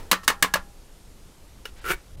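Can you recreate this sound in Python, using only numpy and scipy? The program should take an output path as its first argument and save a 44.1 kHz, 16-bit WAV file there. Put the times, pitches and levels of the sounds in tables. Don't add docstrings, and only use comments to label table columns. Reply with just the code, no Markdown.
import sys
import numpy as np
from scipy import signal
from scipy.fft import rfft, irfft
from scipy.io import wavfile
from scipy.ndimage import uniform_filter1d

SR = 44100
rng = np.random.default_rng(int(sys.argv[2]) if len(sys.argv) > 2 else 0)


def invert_db(x):
    u = np.asarray(x, float) / 20
    return 10 ** u


def transcribe(signal):
    frames = np.atleast_2d(signal).T
    limited = np.clip(frames, -1, 1)
    pcm = np.round(limited * 32767).astype(np.int16)
    wavfile.write(sys.argv[1], SR, pcm)


N = 97020

# start in seconds, rib level in dB, bowl level in dB.
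RIB_DROPS = [(1.8427, -32.5, -34.5), (1.8534, -27.5, -38), (1.8623, -26, -36), (1.8704, -27.5, -38),
             (1.8781, -28.5, -31), (1.8857, -27, -40), (1.8928, -23, -31), (1.8985, -26, -28.5),
             (1.9042, -17, -20), (1.9097, -34, -22.5), (1.915, -23, -29), (1.9203, -38, -31),
             (1.926, -41, -36), (1.933, -36, -30.5), (1.938, -43, -35), (1.9424, -46, -48),
             (1.949, -50, -55)]


def evened(x):
    return x / np.sqrt(np.mean(x ** 2) + 1e-20)


def read(points, hz):
    f, value = np.transpose(points)
    return np.interp(np.log(hz + 1), np.log(f + 1), value)


def add(mix, s, sound):
    at = round(s * SR)
    sound = sound[max(-at, 0):]
    part = mix[max(at, 0):][:len(sound)]
    part += sound[:len(part)]


def coloured(x, points):
    hz = np.fft.rfftfreq(len(x), 1 / SR)
    below = hz < 0.7 * points[0][0]
    gain = invert_db(read(points, hz) - 60 * below)
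    return evened(irfft(rfft(x) * gain, len(x)))


def ring(modes, t):
    hz, db, t60 = np.transpose(modes)[:, :, None]
    level = invert_db(db - 60 * t / np.maximum(t60, 0.003))
    return (level * np.sin(2 * np.pi * hz * t)).sum(0)


def onset(t, rise_s):
    return np.minimum(t / rise_s, 1)


def stilled(t, gap, fall_s):
    return np.exp(-np.maximum(t - gap, 0) / fall_s)


def hiss():
    # frequency in Hz, level in dB.
    hiss_colour = [(100, -0.5), (370, -1), (600, -6), (1600, -14), (5000, -15.5), (9000, -17.5),
                   (13000, -21), (16500, -35)]
    a, b, patches = rng.standard_normal((N // 256 + 5, 513, 3)).T
    patches = uniform_filter1d(patches, size=10, axis=0)
    patches = evened(uniform_filter1d(patches, size=10, axis=1))
    noise = signal.istft((a + 1j * b) * invert_db(patches), nperseg=1024, noverlap=768)[1][:N]
    return invert_db(-55.5) * coloured(noise, hiss_colour)


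def wind():
    # time in seconds, level in dB.
    gusts = [(0.0, -32.5), (0.02, -40.5), (0.21, -48.5), (0.37, -45.5), (0.48, -46.5), (0.62, -43.5),
             (0.69, -51), (1.3, -47), (1.33, -56), (1.6, -43), (1.65, -55), (1.71, -43.5), (1.87, -45),
             (1.94, -35.5), (2.02, -54.5), (2.2, -34)]
    # frequency in Hz, level in dB.
    wind_colour = [(7.1, -38), (12, 7), (56, -1.5), (182, -21.5), (221, -40), (248, -38), (600, -31.5),
                   (780, -77), (1320, -120)]
    s, db = np.transpose(gusts)
    strength = uniform_filter1d(np.interp(np.arange(N) / SR, s, db), size=3000)
    return coloured(rng.standard_normal(N), wind_colour) * invert_db(strength)


def yard(x):
    echo_t60 = 0.15
    taps = np.zeros(SR // 4)
    at = np.arange(120, SR // 4 - 20, 20)
    taps[at + rng.integers(0, 20, len(at))] = rng.choice([-1., 1.], len(at))
    decay = invert_db(-60 * np.arange(SR // 4) / SR / echo_t60)
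    taps = signal.lfilter([1], [1, -0.5], taps * decay)
    return signal.fftconvolve(x, taps / np.linalg.norm(taps))[:N]


def slides():
    # start in seconds, length in seconds, level in dB, centre in Hz.
    brushes = [
        (-.05, 0.24, -49.5, 368),
        (0.236, .01, -49, 1500),
        (0.238, 0.026, -47, 4880),
        (1.661, 0.053, -52, 2530),
        (1.761, 0.25, -55, 1750),
        (1.96, 0.098, -60.5, 1480),
    ]
    out, t = np.zeros(N), np.arange(8000) / SR
    for s, length, db, hz in brushes:
        a, b = rng.standard_normal((2, 8000))
        grains = a * invert_db(13.0 * uniform_filter1d(b, size=60))
        grains = coloured(grains, [(hz / 5, -14), (hz, 0), (hz * 5, -15), (22000, -30)])
        stroke = np.sin(np.pi * onset(t, length) ** 0.39)
        add(out, s, invert_db(db) * grains * stroke)
    return out


def grit():
    # frequency in Hz, level in dB.
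    grit_colour = [(530, -55), (900, -15), (1700, -1), (2400, -4), (3470, -10), (4520, -15.5), (11000, -16),
                   (16000, -17)]
    grain_db = 9 * uniform_filter1d(rng.standard_normal(N), size=30)
    return coloured(rng.standard_normal(N) * invert_db(grain_db), grit_colour)


def spoon_tap(rough):
    # frequency in Hz, level in dB, t60 in seconds.
    held_modes = [(460, -1, 0.028), (944, -10, 0.04), (1408, 2, 0.04), (1660, -1, 0.035), (2300, -3, 0.022),
                  (2912, 4, 0.028), (3620, -7, .03), (4500, -4, .014), (5250, 0, 0.016), (5980, -16, .025),
                  (8000, -16, .02), (8570, -16, .02)]
    tap_s, tap_db, fizz_db = 1.6538, -22.5, -6
    out, t = np.zeros(N), np.arange(3000) / SR
    tap = invert_db(tap_db - 7.5) * ring(held_modes, t) * onset(t, 0.0021)
    fizz = invert_db(tap_db + fizz_db - 60 * t / 0.037 - 3) * onset(t, 0.00068) * rough[:3000]
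    add(out, tap_s, tap + fizz)
    add(out, 1.665, invert_db(-16) * tap)
    return out


def rib_ticks():
    # frequency in Hz, level in dB, t60 in seconds.
    rib_modes = [(1240, -7, 0.03), (1390, 2, 0.07), (1620, -8, .04), (430, -9, 0.05), (8700, -19, .015),
                 (10600, -21, .015)]
    # frequency in Hz, level in dB, t60 in seconds.
    bowl_modes = [(172, -12, 0.043), (371, -3, 0.039), (700, -6.5, 0.027), (932, -10.5, 0.048),
                  (2270, -1.5, 0.027), (2917, -6.5, 0.032), (1844, -7, 0.033)]
    out, t = np.zeros(N), np.arange(3000) / SR
    soft = 1 - np.exp(-t / 0.00076)
    gaps = np.diff([row[0] for row in RIB_DROPS], append=2)
    for (s, rib_db, bowl_db), gap in zip(RIB_DROPS, gaps):
        rib = stilled(t, gap, 0.0008) * invert_db(rib_db) * ring(rib_modes, t)
        add(out, s, soft * (rib + invert_db(bowl_db) * ring(bowl_modes, t)))
    return out


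def rib_scrape(rough):
    # time in seconds, grit level in dB.
    pressure = [
        (1.84, -53),
        (1.853, -40.5),
        (1.874, -38),
        (1.889, -33.5),
        (1.904, -27.5),
        (1.918, -26),
        (1.933, -35.5),
        (1.943, -41),
        (1.962, -69),
    ]
    out = np.zeros(N)
    s, db = np.transpose(pressure)
    time = np.arange(s[0], s[-1], 1 / SR)
    drops = np.array([row[0] for row in RIB_DROPS])
    last = np.maximum(np.searchsorted(drops, time) - 1, 0)
    flare = np.exp(-abs(time - drops[last]) / 0.002)
    level = invert_db(np.interp(time, s, db))
    add(out, s[0], (0.7 + flare) * level * rough[9000:][:len(time)])
    return out


def spoon():
    rough = grit()
    return spoon_tap(rough) + rib_ticks() + rib_scrape(rough)


def pipe_hums():
    # frequency in Hz, level in dB, t60 in seconds.
    pipe_modes = [(185, -35, .4), (275, -34, .1)]
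    # start in seconds, level in dB, length in seconds.
    hums = [
        (.114, 4.5, 0.11),
        (.279, -2.5, 0.15),
        (.426, 1.5, 0.12),
        (.538, 0.5, 0.14),
    ]
    out, t = np.zeros(N), np.arange(SR // 5) / SR
    hum = ring(pipe_modes, t) * onset(t, 0.0033)
    for s, db, length in hums:
        add(out, s, invert_db(db) * hum * np.clip((length - t) / 0.018, 0, 1))
    return out


def thuds():
    # start in seconds, level in dB, frequency in Hz.
    landings = [
        (.127, -18.5, 545),
        (.299, -28.5, 460),
        (0.443, -22.5, 460),
        (.555, -16, 580),
    ]
    out, t = np.zeros(N), np.arange(SR // 5) / SR
    t60 = 0.031
    for s, db, hz in landings:
        thud = ring([(hz, db, t60), (hz * 1.07, db - 11, t60)], t)
        add(out, s, thud * onset(t, 0.0026))
    return out


def singing_lines():
    # frequency in Hz, level in dB, t60 in seconds.
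    first_set = [(1326, 0, .4), (1832, 0, .45), (1120, -4, .3)]
    second_set = [(1392, -3, .4), (1676, 0, .35)]
    low_set = [(810, 0, 1.)]
    # start in seconds, then the first, second and low set in dB.
    wakings = [
        (.114, -40, -50, -60),
        (.279, -46, -41, -45),
        (.426, -51, -38, -47),
        (.538, -56, -47, -50),
    ]
    out, t = np.zeros(N), np.arange(SR // 4) / SR
    gaps = np.diff([row[0] for row in wakings], append=1)
    for (s, *levels), gap in zip(wakings, gaps):
        sets = zip(levels, (first_set, second_set, low_set))
        lines = sum(invert_db(db) * ring(modes, t) for db, modes in sets)
        add(out, s, lines * onset(t, 0.0015) * stilled(t, gap, 0.0022))
    return out


def struck_patches():
    # start in seconds, level in dB, frequency in Hz, t60 in seconds.
    patch_blows = [(.1137, -11.5, 1077, .03), (0.1135, -12.5, 1230, 0.025), (0.1152, -18, 1710, 0.039),
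                   (.1145, -18, 1927, 0.039), (0.1138, -10, 4020, .015), (.116, -22, 2270, 0.036),
                   (0.118, -20.5, 2800, 0.043), (.117, -22.5, 3290, 0.045), (.129, -24, 1134, .04),
                   (.131, -19.5, 1517, 0.034), (.2785, -12.5, 1134, 0.029), (.2785, -16.5, 2193, 0.054),
                   (.2795, -19, 2055, .045), (0.2781, -25, 280, .05), (.281, -16, 1692, 0.057),
                   (.540, -18.5, 1677, 0.052), (.301, -15, 1746, 0.028), (0.425, -25, 318, 0.054),
                   (.4247, -26.5, 630, 0.038), (.445, -21, 1090, 0.049), (.538, -26, 645, 0.043),
                   (.572, -28.5, 1410, 0.06)]
    out, t = np.zeros(N), np.arange(SR // 4) / SR
    for s, db, hz, t60 in patch_blows:
        add(out, s, onset(t, 0.0006) * ring([(hz, db, t60)], t))
    return out


def side_wall():
    wall_hz = [3760, 4340, 5420, 6230, 6700, 7000, 7220, 8080, 8770, 10050, 11000, 11650]
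    # level in dB, t60 in seconds.
    wall_modes = [(0, .034), (-2, .036), (-2, .03), (-5, .024), (-3, .026), (-6, .024), (-7, .03),
                  (-2, .026), (-5, .024), (-8, .024), (-10, .02), (-11, .02)]
    # start in seconds, level in dB, lowest mode in dB, second mode in dB.
    wall_blows = [
        (.1137, -27, -3, 0),
        (.1285, -33, -3, 0),
        (.2785, -21, 2, -5),
        (.2976, -32, -3, 0),
        (.4250, -19, -3, 1),
        (.5380, -25, -2, 1),
    ]
    out, t = np.zeros(N), np.arange(SR // 4) / SR
    for s, db, first_db, second_db in wall_blows:
        woken = np.r_[first_db, second_db, 2 * rng.standard_normal(len(wall_modes) - 2)]
        modes = np.c_[wall_hz, wall_modes] + np.outer(woken, [0, 1, 0])
        add(out, s, invert_db(db) * onset(t, 0.0006) * ring(modes, t))
    return out


def clatter(bright_db, t):
    # frequency in Hz, level in dB.
    sheet_colour = [(200, -3.5), (760, -10), (1050, -2.5), (1480, -5), (1950, -2), (3800, -5), (7000, -7.5),
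                    (16000, -14)]
    # frequency in Hz, t60 in seconds.
    sheet_t60 = [(200, 0.065), (1000, 0.17), (3000, 0.095), (8000, 0.085), (16000, 0.086)]
    crack_db, crack_s = -6.5, 0.008
    hz = np.fft.rfftfreq(len(t), 1 / SR)
    mids = np.geomspace(200, 16000, num=12)[:, None]
    distance = abs(np.log(hz + 1) - np.log(mids)) / np.log(mids[1] / mids[0])
    bands = np.maximum(1 - distance, 0)
    gain = invert_db(read(sheet_colour, hz) + bright_db * np.log2(np.maximum(hz / 1000, 1)))
    noise = irfft(rfft(rng.standard_normal(len(t))) * gain * bands, len(t))
    crack = 1 + invert_db(crack_db + 3.1 * np.log2(mids / 2000)) * np.exp(-(t / crack_s) ** 3)
    decay = invert_db(-60 * t / read(sheet_t60, mids))
    return (noise * crack * decay).sum(0) * onset(t, 0.00022)


def rattle():
    length_s, touches_per_s = 0.00036, 2900
    t = np.arange(600) / SR
    u, v = rng.random((2, 600))
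    hits = (u < touches_per_s / SR) * (2 * v - 1) * np.exp(-t / length_s)
    hits[0] = 0.49
    return hits / np.linalg.norm(hits)


def knocks():
    # start in seconds, force in dB, base panel in dB, rim panel in dB,
    # brightness in dB per octave above 1 kHz.
    contacts = [(-.06, -14.5, 7, 8, 3), (0.114, -9, -19.5, -11, -0.5), (0.129, -14, 4, 3, -3),
                (.139, -22, -12, 2, -4), (0.2326, -38, 1.5, 2, -3), (0.2783, -11, -8, 9.5, 0),
                (0.2976, -20.5, -6, -10, -2.5), (0.3019, -17, -0.5, 3, -4), (0.4250, -13.5, 5, 13, 1),
                (.4460, -17, -3.5, 1, -5), (.5381, -17, -2.5, 12.5, -.5), (0.557, -19.5, 3, -3, -3.5),
                (0.568, -23.5, -9, -8, -8.5)]
    # frequency in Hz, level in dB, t60 in seconds.
    base_modes = [(911, -4.5, 0.12), (1038, -1.5, 0.075), (1103, 3.5, 0.069), (1162.6, 4, 0.062),
                  (1205, 0.5, 0.04), (1480, -15.5, 0.044)]
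    rim_hz = [1674, 1819, 2047, 2247, 2545, 2735, 2900]
    # level in dB, t60 in seconds.
    rim_modes = [(7, 0.036), (-5, 0.065), (-2, 0.033), (-8.5, 0.041), (-21, 0.011), (-9.5, 0.046),
                 (-10, 0.057)]
    sheet_db = -6.5
    out, t = np.zeros(N), np.arange(SR // 5) / SR
    base = ring(base_modes, t) * onset(t, 0.0023)
    rim = ring(np.c_[rim_hz, rim_modes], t) * (1 - np.exp(-t / 0.0028))
    gaps = np.diff([row[0] for row in contacts], append=1)
    for (s, db, base_db, rim_db, bright_db), gap in zip(contacts, gaps):
        rattled = signal.fftconvolve(invert_db(base_db) * base, rattle())[:len(t)]
        panels = rattled + invert_db(rim_db) * rim
        add(out, s, invert_db(db - 10) * panels * stilled(t, gap, 0.0022))
        add(out, s, invert_db(db + sheet_db + 9) * clatter(bright_db, t))
    return out


def scene():
    tin = knocks() + side_wall() + struck_patches() + singing_lines() + thuds()
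    metal = tin + pipe_hums() + spoon() + slides()
    return (metal + invert_db(-16.5) * yard(metal) + hiss() + wind())[None]


def low_pass(x):
    return signal.sosfilt(signal.butter(12, 16820, fs=SR, output="sos"), x)


def record(dry):
    # centre in seconds, length in seconds, lower edge in Hz.
    treble_dips = [
        (1.807, 0.014, 6040),
        (2.165, 0.014, 1210),
    ]
    edge = signal.firwin(255, 15800, window=("kaiser", 8), fs=SR)[None]
    x = signal.oaconvolve(np.tanh(dry / 1.122) * 1.265, edge, "same")
    t = np.arange(N) / SR
    for s, length, hz in treble_dips:
        treble = signal.sosfiltfilt(signal.butter(2, hz, "high", fs=SR, output="sos"), x)
        x = x - 0.8 * treble * np.exp(-(2 * (t - s) / length) ** 4)
    return low_pass(x)


dry = scene()
out = record(dry)
transcribe(out)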